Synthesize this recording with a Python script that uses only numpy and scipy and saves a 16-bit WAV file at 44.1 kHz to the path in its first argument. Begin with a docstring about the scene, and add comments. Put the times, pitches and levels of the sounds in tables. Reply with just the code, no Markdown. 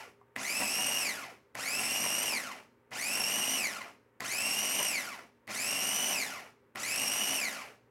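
"""A small food processor on a wooden kitchen counter. An earlier pulse coasts out and the bowl settles.
Six pulses follow. Each press jerks the drive into motion and flings food off the blade; the reduction
gears whine up and rattle. Cheese and flour pelt the plastic bowl, lumps knock, heaps drag the speed down.
On release, friction brings the gears to rest in a falling whine. The quiet room hums between pulses."""
import sys
import numpy as np
from scipy import signal
from scipy.fft import rfft, irfft
from scipy.io import wavfile
from scipy.ndimage import uniform_filter1d

SR = 44100
rng = np.random.default_rng(int(sys.argv[2]) if len(sys.argv) > 2 else 0)


def persist_wave(psi):
    """Save psi, clipped to +-1, as 16-bit WAV."""
    counts = np.round(np.clip(psi, -1, 1) * 32767).astype(np.int16)
    wavfile.write(sys.argv[1], SR, np.atleast_2d(counts).T)


N = 348390
TIME = np.arange(N) / SR
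PINION_TEETH, WHEEL_TEETH = 11, 57
BAND_LIMIT_HZ = 15950


def amp(db):
    """Decibels to gain."""
    return 10 ** (np.asarray(db) / 20)


def unit(x):
    """Scale to rms 1."""
    return x / np.sqrt(np.mean(x ** 2) + 1e-20)


def log_interp(points, hz):
    """Interpolate on a log-frequency axis."""
    f, value = np.transpose(points)
    return np.interp(np.log(hz + 1), np.log(f), value)


def colour(x, spectrum):
    """Filter x by a spectrum."""
    return irfft(rfft(x) * amp(log_interp(spectrum, np.fft.rfftfreq(N, 1 / SR))), N)


def drift(hz, order=4):
    """Noise of rms 1, rolled off above hz."""
    f = np.fft.rfftfreq(N, 1 / SR)
    return unit(irfft(rfft(rng.standard_normal(N)) / (1 + (f / hz) ** order), N))


def steady(x, size=3000):
    """Hold the short-term rms at 1."""
    return x / np.sqrt(abs(uniform_filter1d(x ** 2, size)) + 1e-4 * np.mean(x ** 2))


def add(mix, at_s, sound):
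    """Mix a sound in at at_s."""
    part = mix[round(at_s * SR):][:len(sound)]
    part += sound[:len(part)]


# Button presses: (on [s], off [s], free tooth rate [Hz], coast time [s],
# whine base [dB], rattle base [dB], chopping base [dB], fling rise [s])
PRESSES = [(-1.0, -.25, 2860, .415, -33.5, -38.5, -46.5, .008),
           (.357, 1.005, 2860, .413, -33.4, -39.4, -43.6, .005),
           (1.547, 2.281, 2868, .411, -33.5, -39.8, -43, .004),
           (2.908, 3.57, 2920, .42, -33.2, -39.8, -43.2, .025),
           (4.2, 4.877, 2903, .445, -33.3, -38.9, -44, .005),
           (5.471, 6.121, 2965, .44, -33.9, -39.2, -43.7, .012),
           (6.75, 7.356, 2955, .444, -33.6, -39.3, -44, .006)]
# Heaps sliding into the blade: (time [s], chopping swell [dB], tooth rate drop [Hz])
HEAPS = [(.617, 9, 205), (.81, 3, 15), (.89, 3, 30), (1.805, 4, 113), (2.04, 4, 60), (2.335, 2.5, 10),
         (3.178, 3, 130), (3.375, 3, 75), (4.46, 2.5, 95), (4.64, 2, 40), (4.803, 5.5, 45),
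         (5.725, 1.5, 115), (5.825, 2, 50), (6.12, 4, 10), (7.03, 2.5, 120), (7.125, 1, 35), (7.215, 2, 70),
         (7.32, 3, 10)]


def tooth_rate(spin_up_s=.083, sag_s=.052, coast_bend=1.2):
    """Gear mesh rate in Hz: quick run-up, a sag after each heap, run-down by friction."""
    sag_hz = np.zeros(N)
    for at_s, _, drop_hz in HEAPS:
        age = np.maximum(TIME - at_s, 0) / sag_s
        sag_hz += drop_hz * (age * np.exp(1 - np.minimum(age, 50))) ** 2
    mesh_hz = np.zeros(N)
    for on_s, off_s, free_hz, coast_s, *_ in PRESSES:
        run_up = 1 - np.exp(-(np.clip(TIME, on_s, off_s) - on_s) / spin_up_s)
        run_down = np.clip(1 - (TIME - off_s) / coast_s, 0, 1) ** coast_bend  # 1 = dry friction alone
        mesh_hz += (free_hz - sag_hz) * run_up * run_down
    return mesh_hz


def press_gains():
    """Base gains of whine, rattle and chopping, held until the next press."""
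    rows = np.array(PRESSES)
    latest = np.searchsorted(rows[:, 0], TIME) - 1
    return amp(rows[:, 4:7])[latest].T


def blade_load(teeth, once, twice):
    """The blade meets the food once a turn and, with its two wings, twice a turn."""
    angle = 2 * np.pi * teeth / WHEEL_TEETH
    return once * np.sin(angle) + twice * np.sin(2 * angle + 0.96 * drift(5.2))


# Housing response: (frequency [Hz], gain [dB])
HOUSING_SPECTRUM = [(300, -10.5), (700, -6.5), (1150, -2), (1450, 0), (1700, -7.5), (2050, 5.5),
                    (2900, -1.2), (3500, -5), (4400, 0), (5700, 0.8), (7000, 2), (8500, 0.8), (10000, 2),
                    (11900, -5.5), (13300, -15.5)]


def gear_whine(teeth, speed, held, speed_ripple=.009, slip_teeth=.035, backlash_teeth=.045):
    """Tooth rate harmonics, smeared in phase and strength by gear play and the swinging load."""
    load = blade_load(teeth, once=0.75, twice=1.0)
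    mesh_hz = np.gradient(teeth) * SR
    phase = teeth + np.cumsum(speed_ripple * mesh_hz * load) / SR + slip_teeth * drift(60)
    phase += backlash_teeth * (1 - speed) * drift(280)
    force_db = 1.1 * load + 1.5 * drift(210) + (0.5 - held) * drift(60)
    # Teeth meet hard under starting torque, softly when coasting.
    softness = 0.37 + (1 - speed) * (.85 * (1 - held) - 0.3 * held)
    tone = np.zeros(N)
    for k in range(1, 11):
        in_band = np.clip((BAND_LIMIT_HZ - k * mesh_hz) / 1000, 0, 1)
        flutter = 1 + .95 * (drift(80, order=1) + 1j * drift(80, order=1))
        strength = in_band * k ** -softness * np.exp(-(k / 7.5) ** 2)  # uneven, jittery teeth smear out high orders
        tone += strength * (flutter * np.exp(2j * np.pi * (k * phase + rng.random()))).real
    return steady(colour(amp(force_db) * tone, HOUSING_SPECTRUM))


# Housing resonances and one gap between them: (centre [Hz], width [Hz], gain [dB])
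RESONANCES = [(560, 200, 4), (1020, 160, 3.5), (1650, 220, -3), (2200, 210, 4)]


def coast_resonance_db(mesh_hz, held):
    """The whine swells and dips as the coasting gears pass the housing resonances."""
    return (1 - held) * sum(db * np.exp(-((mesh_hz - hz) / width) ** 2) for hz, width, db in RESONANCES)


# Tooth scrape: (frequency [Hz], level [dB])
RATTLE_SPECTRUM = [(200, -25.5), (900, -10.5), (1450, -5.5), (1700, -1), (2100, -1), (2850, 1.5),
                   (3500, -12), (4300, -9), (5500, 0.5), (6700, -3.7), (8800, -5), (10200, -3), (12200, 0),
                   (13200, -15), (16000, -14)]


def gear_rattle(teeth, speed, rough_db=3.5, tick_db=-3.0, dull_hz=2600):
    """Teeth scrape and clatter in uneven bursts, brighter with speed."""
    contact_db = tick_db * np.cos(2 * np.pi * teeth) + blade_load(teeth, once=0.32, twice=0.7)
    contact_db += rough_db * drift(300)
    scrape = colour(amp(contact_db) * rng.standard_normal(N), RATTLE_SPECTRUM)
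    dull = signal.filtfilt(*signal.butter(1, dull_hz, fs=SR), scrape)
    brightness = np.clip(0.08 + speed ** 2.5, 0, 1)
    return steady(dull + brightness * (scrape - dull))


# Food spray on the bowl: (frequency [Hz], level [dB])
CHOP_SPECTRUM = [(40, -40.5), (50, -15), (70, -18), (95, -12.5), (138, -11.5), (170, -6.5), (255, 3.5),
                 (320, 0), (490, -7), (590, 3), (680, 1), (790, 0), (1020, -1), (1200, -5), (2400, -7.5),
                 (5000, -27)]


def chopping(teeth, crumbs_per_s=1800, spread_db=2.0):
    """Crumbs pelt the bowl in a swish of flour, in step with the blade."""
    sizes = amp(spread_db * np.minimum(rng.exponential(1, N), 4)) * rng.choice([-1, 1], N)
    crumbs = unit(sizes * (rng.random(N) < crumbs_per_s / SR))
    flour = 0.4 * rng.standard_normal(N)
    spray = (crumbs + flour) * amp(blade_load(teeth, once=1.1, twice=2.1))
    return steady(colour(spray, CHOP_SPECTRUM))


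def food_flow(speed, lag_s=.08, heap_s=.025):
    """Chopping gain: the swirl lags the blade and swells with each heap."""
    pole = np.exp(-1 / (lag_s * SR))
    swirl = signal.lfilter([1 - pole], [1, -pole], speed, zi=[speed[0]])[0]
    swell_db = sum(db * np.exp(-np.minimum(((TIME - at_s) / heap_s) ** 2, 50)) for at_s, db, _ in HEAPS)
    return swirl ** 0.9 * speed ** 0.45 * amp(swell_db)


def food_fling(gain_db=-42.3, fade_s=.07):
    """Extra chopping gain: food resting on the blade is thrown off at each start."""
    flurries = np.zeros(N)
    for on_s, *_, rise_s in PRESSES:
        age_s = np.maximum(TIME - on_s, 0)
        flurries += (1 - np.exp(-age_s / rise_s)) * np.exp(-age_s / fade_s)
    return amp(gain_db) * flurries


def strike(modes, snap_db, snap_s, size=5000):
    """One blow of peak 1: randomly detuned decaying modes plus a noise snap."""
    t = np.arange(size) / SR
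    ring = np.zeros(size)
    for hz, db, t60_s in modes:
        cycles = hz * rng.uniform(1.0, 1.04) * t + rng.random()
        ring += amp(db - 60 * t / t60_s) * np.sin(2 * np.pi * cycles)
    snap = amp(snap_db) * rng.standard_normal(size) * np.exp(-t / snap_s)
    blow = (ring / abs(ring).max() + snap) * (1 - np.exp(-t / 0.00023))
    return blow / abs(blow).max()


# Modes of bowl seat, bowl and drive: (frequency [Hz], relative level [dB], t60 [s])
SEAT_MODES = [(730, -5, .05), (950, 0, .07), (1130, -2, .05), (2080, -12, .04)]
BOWL_MODES = [(250, -6.5, 0.055), (585, -2.5, 0.035), (730, -4, 0.086), (954, -2, 0.11), (1500, -7, 0.075),
              (1900, -2.5, 0.035), (2600, -16, .015)]
DRIVE_MODES = [(586, -8.5, 0.061), (1250, -7, 0.013), (1940, 18.5, 0.0067), (2270, -3.5, 0.015),
               (2750, -41.5, 0.0062)]
# Gears taking up slack: (time [s], level [dB], relative snap [dB])
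JERKS = [(.3625, -21.5, -13), (1.5525, -24.5, -8), (2.917, -39, -6), (4.205, -19.5, -2), (5.477, -33, -12),
         (6.7575, -25, -8)]
# Lumps hitting the bowl: (time [s], level [dB])
LUMPS = [(.617, -28.5), (.622, -25.5), (0.785, -35.5), (2.038, -30.5), (2.062, -32), (2.238, -35),
         (2.326, -33.5), (3.201, -33.5), (4.799, -31), (4.811, -35), (5.989, -34), (6.129, -32.5),
         (7.33, -37)]


def knocks(settle_s=.2125, settle_db=-49.5, switch_db=-47):
    """The bowl settles in its seat, the switch closes, the drive jerks, lumps hit the bowl."""
    hits = np.zeros(N)
    add(hits, settle_s, amp(settle_db) * strike(SEAT_MODES, snap_db=-25, snap_s=.002))
    for on_s, *_ in PRESSES:
        add(hits, on_s, amp(switch_db) * strike(BOWL_MODES, snap_db=3, snap_s=.0046))
    for at_s, db, snap_db in JERKS:
        add(hits, at_s, amp(db) * strike(DRIVE_MODES, snap_db, snap_s=.0012))
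    for at_s, db in LUMPS:
        add(hits, at_s, amp(db) * strike(BOWL_MODES, snap_db=-21.5, snap_s=.002))
    # Plastic radiates little top treble.
    return signal.sosfilt(signal.butter(4, 12000, fs=SR, output="sos"), hits)


def motor(teeth, speed, held, mains_hz=60, hum_db=-69, inrush_db=12.5, rotor_db=-59):
    """Powered windings hum, most at standstill; rotor unbalance sounds once a turn."""
    angle = 2 * np.pi * 2 * mains_hz * TIME
    hum = held * amp(hum_db + inrush_db * (1 - speed)) * (np.sin(angle) + 0.33 * np.sin(2 * angle))
    unbalance = amp(rotor_db + 2 * drift(16)) * speed ** 4 * np.sin(2 * np.pi * teeth / PINION_TEETH)
    return hum + unbalance


# Kitchen reverberation: (frequency [Hz], t60 [s])
KITCHEN_DECAY = [(200, 0.8), (1000, 0.3), (4000, 0.52), (12000, 0.39)]


def kitchen(x, early_db=-9, tail_db=-14, echoes=10, size=22050):
    """Direct sound, early echoes off counter and cupboards, then a short tail."""
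    early = np.zeros(size)
    early[rng.integers(60, 900, echoes)] = rng.choice([-1, 1], echoes) / np.sqrt(echoes)
    taps = rng.standard_normal(size) * (np.arange(size) > 400)
    hz, t, bands = signal.stft(taps, SR, nperseg=256)
    decay = amp(-60 * t / log_interp(KITCHEN_DECAY, hz)[:, None])
    tail = signal.istft(bands * decay, SR, nperseg=256)[1][:size]
    response = amp(early_db) * early + amp(tail_db) * tail / np.linalg.norm(tail)
    return x + signal.fftconvolve(x, response)[:N]


# Room air: (frequency [Hz], relative level [dB])
AIR_SPECTRUM = [(35, -39), (52, -11), (80, -8.5), (110, -6.5), (165, -10), (250, -6), (320, -6.5),
                (420, -2.5), (540, -3), (640, -15.5), (950, -11), (2000, -16.5), (4500, -38.5),
                (15000, -37.5)]
# Appliance hum: (frequency [Hz], rms level [dB])
HUM_TONES = [(118.4, -77.5), (236.9, -77.5), (403.7, -75.5), (922, -83)]


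def room_tone(air_db=-68.5, waver_db=2.2):
    """Soft air noise and the wavering hum of a kitchen appliance."""
    hum = np.zeros(N)
    for hz, db in HUM_TONES:
        peak = amp(db + waver_db * drift(4)) * np.sqrt(2)
        hum += peak * np.sin(2 * np.pi * (hz * TIME + rng.random()))
    return amp(air_db) * unit(colour(rng.standard_normal(N), AIR_SPECTRUM)) + hum


def scene(start_whine_db=16, start_rattle_db=8):
    """One speed drives gears, blade and motor; the gears get louder with speed and starting torque."""
    mesh_hz = tooth_rate()
    teeth = np.cumsum(mesh_hz) / SR
    speed = mesh_hz / mesh_hz.max()
    button = sum(1. * ((TIME > on_s) & (TIME < off_s)) for on_s, off_s, *_ in PRESSES)
    held = uniform_filter1d(button, size=300)
    torque = held * (1 - speed) ** 3
    whine_gain, rattle_gain, chop_gain = press_gains()
    boost_db = start_whine_db * torque + coast_resonance_db(mesh_hz, held)
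    whine = whine_gain * amp(boost_db) * speed ** 1.62 * gear_whine(teeth, speed, held)
    rattle = rattle_gain * amp(start_rattle_db * torque) * speed ** 1.4 * gear_rattle(teeth, speed)
    food = (chop_gain * food_flow(speed) + food_fling()) * chopping(teeth)
    machine = whine + rattle + food + motor(teeth, speed, held) + knocks()
    return (kitchen(machine) + room_tone())[None]


def record(dry):
    """Microphone low cut at 46 Hz, then the band limit."""
    cut = signal.sosfilt(signal.butter(N=6, Wn=46, btype="high", fs=SR, output="sos"), dry)
    lowpass = signal.firwin(511, BAND_LIMIT_HZ, window=("kaiser", 9), fs=SR)
    return signal.oaconvolve(cut, lowpass[None], "same")


dry = scene()
out = record(dry)
persist_wave(out)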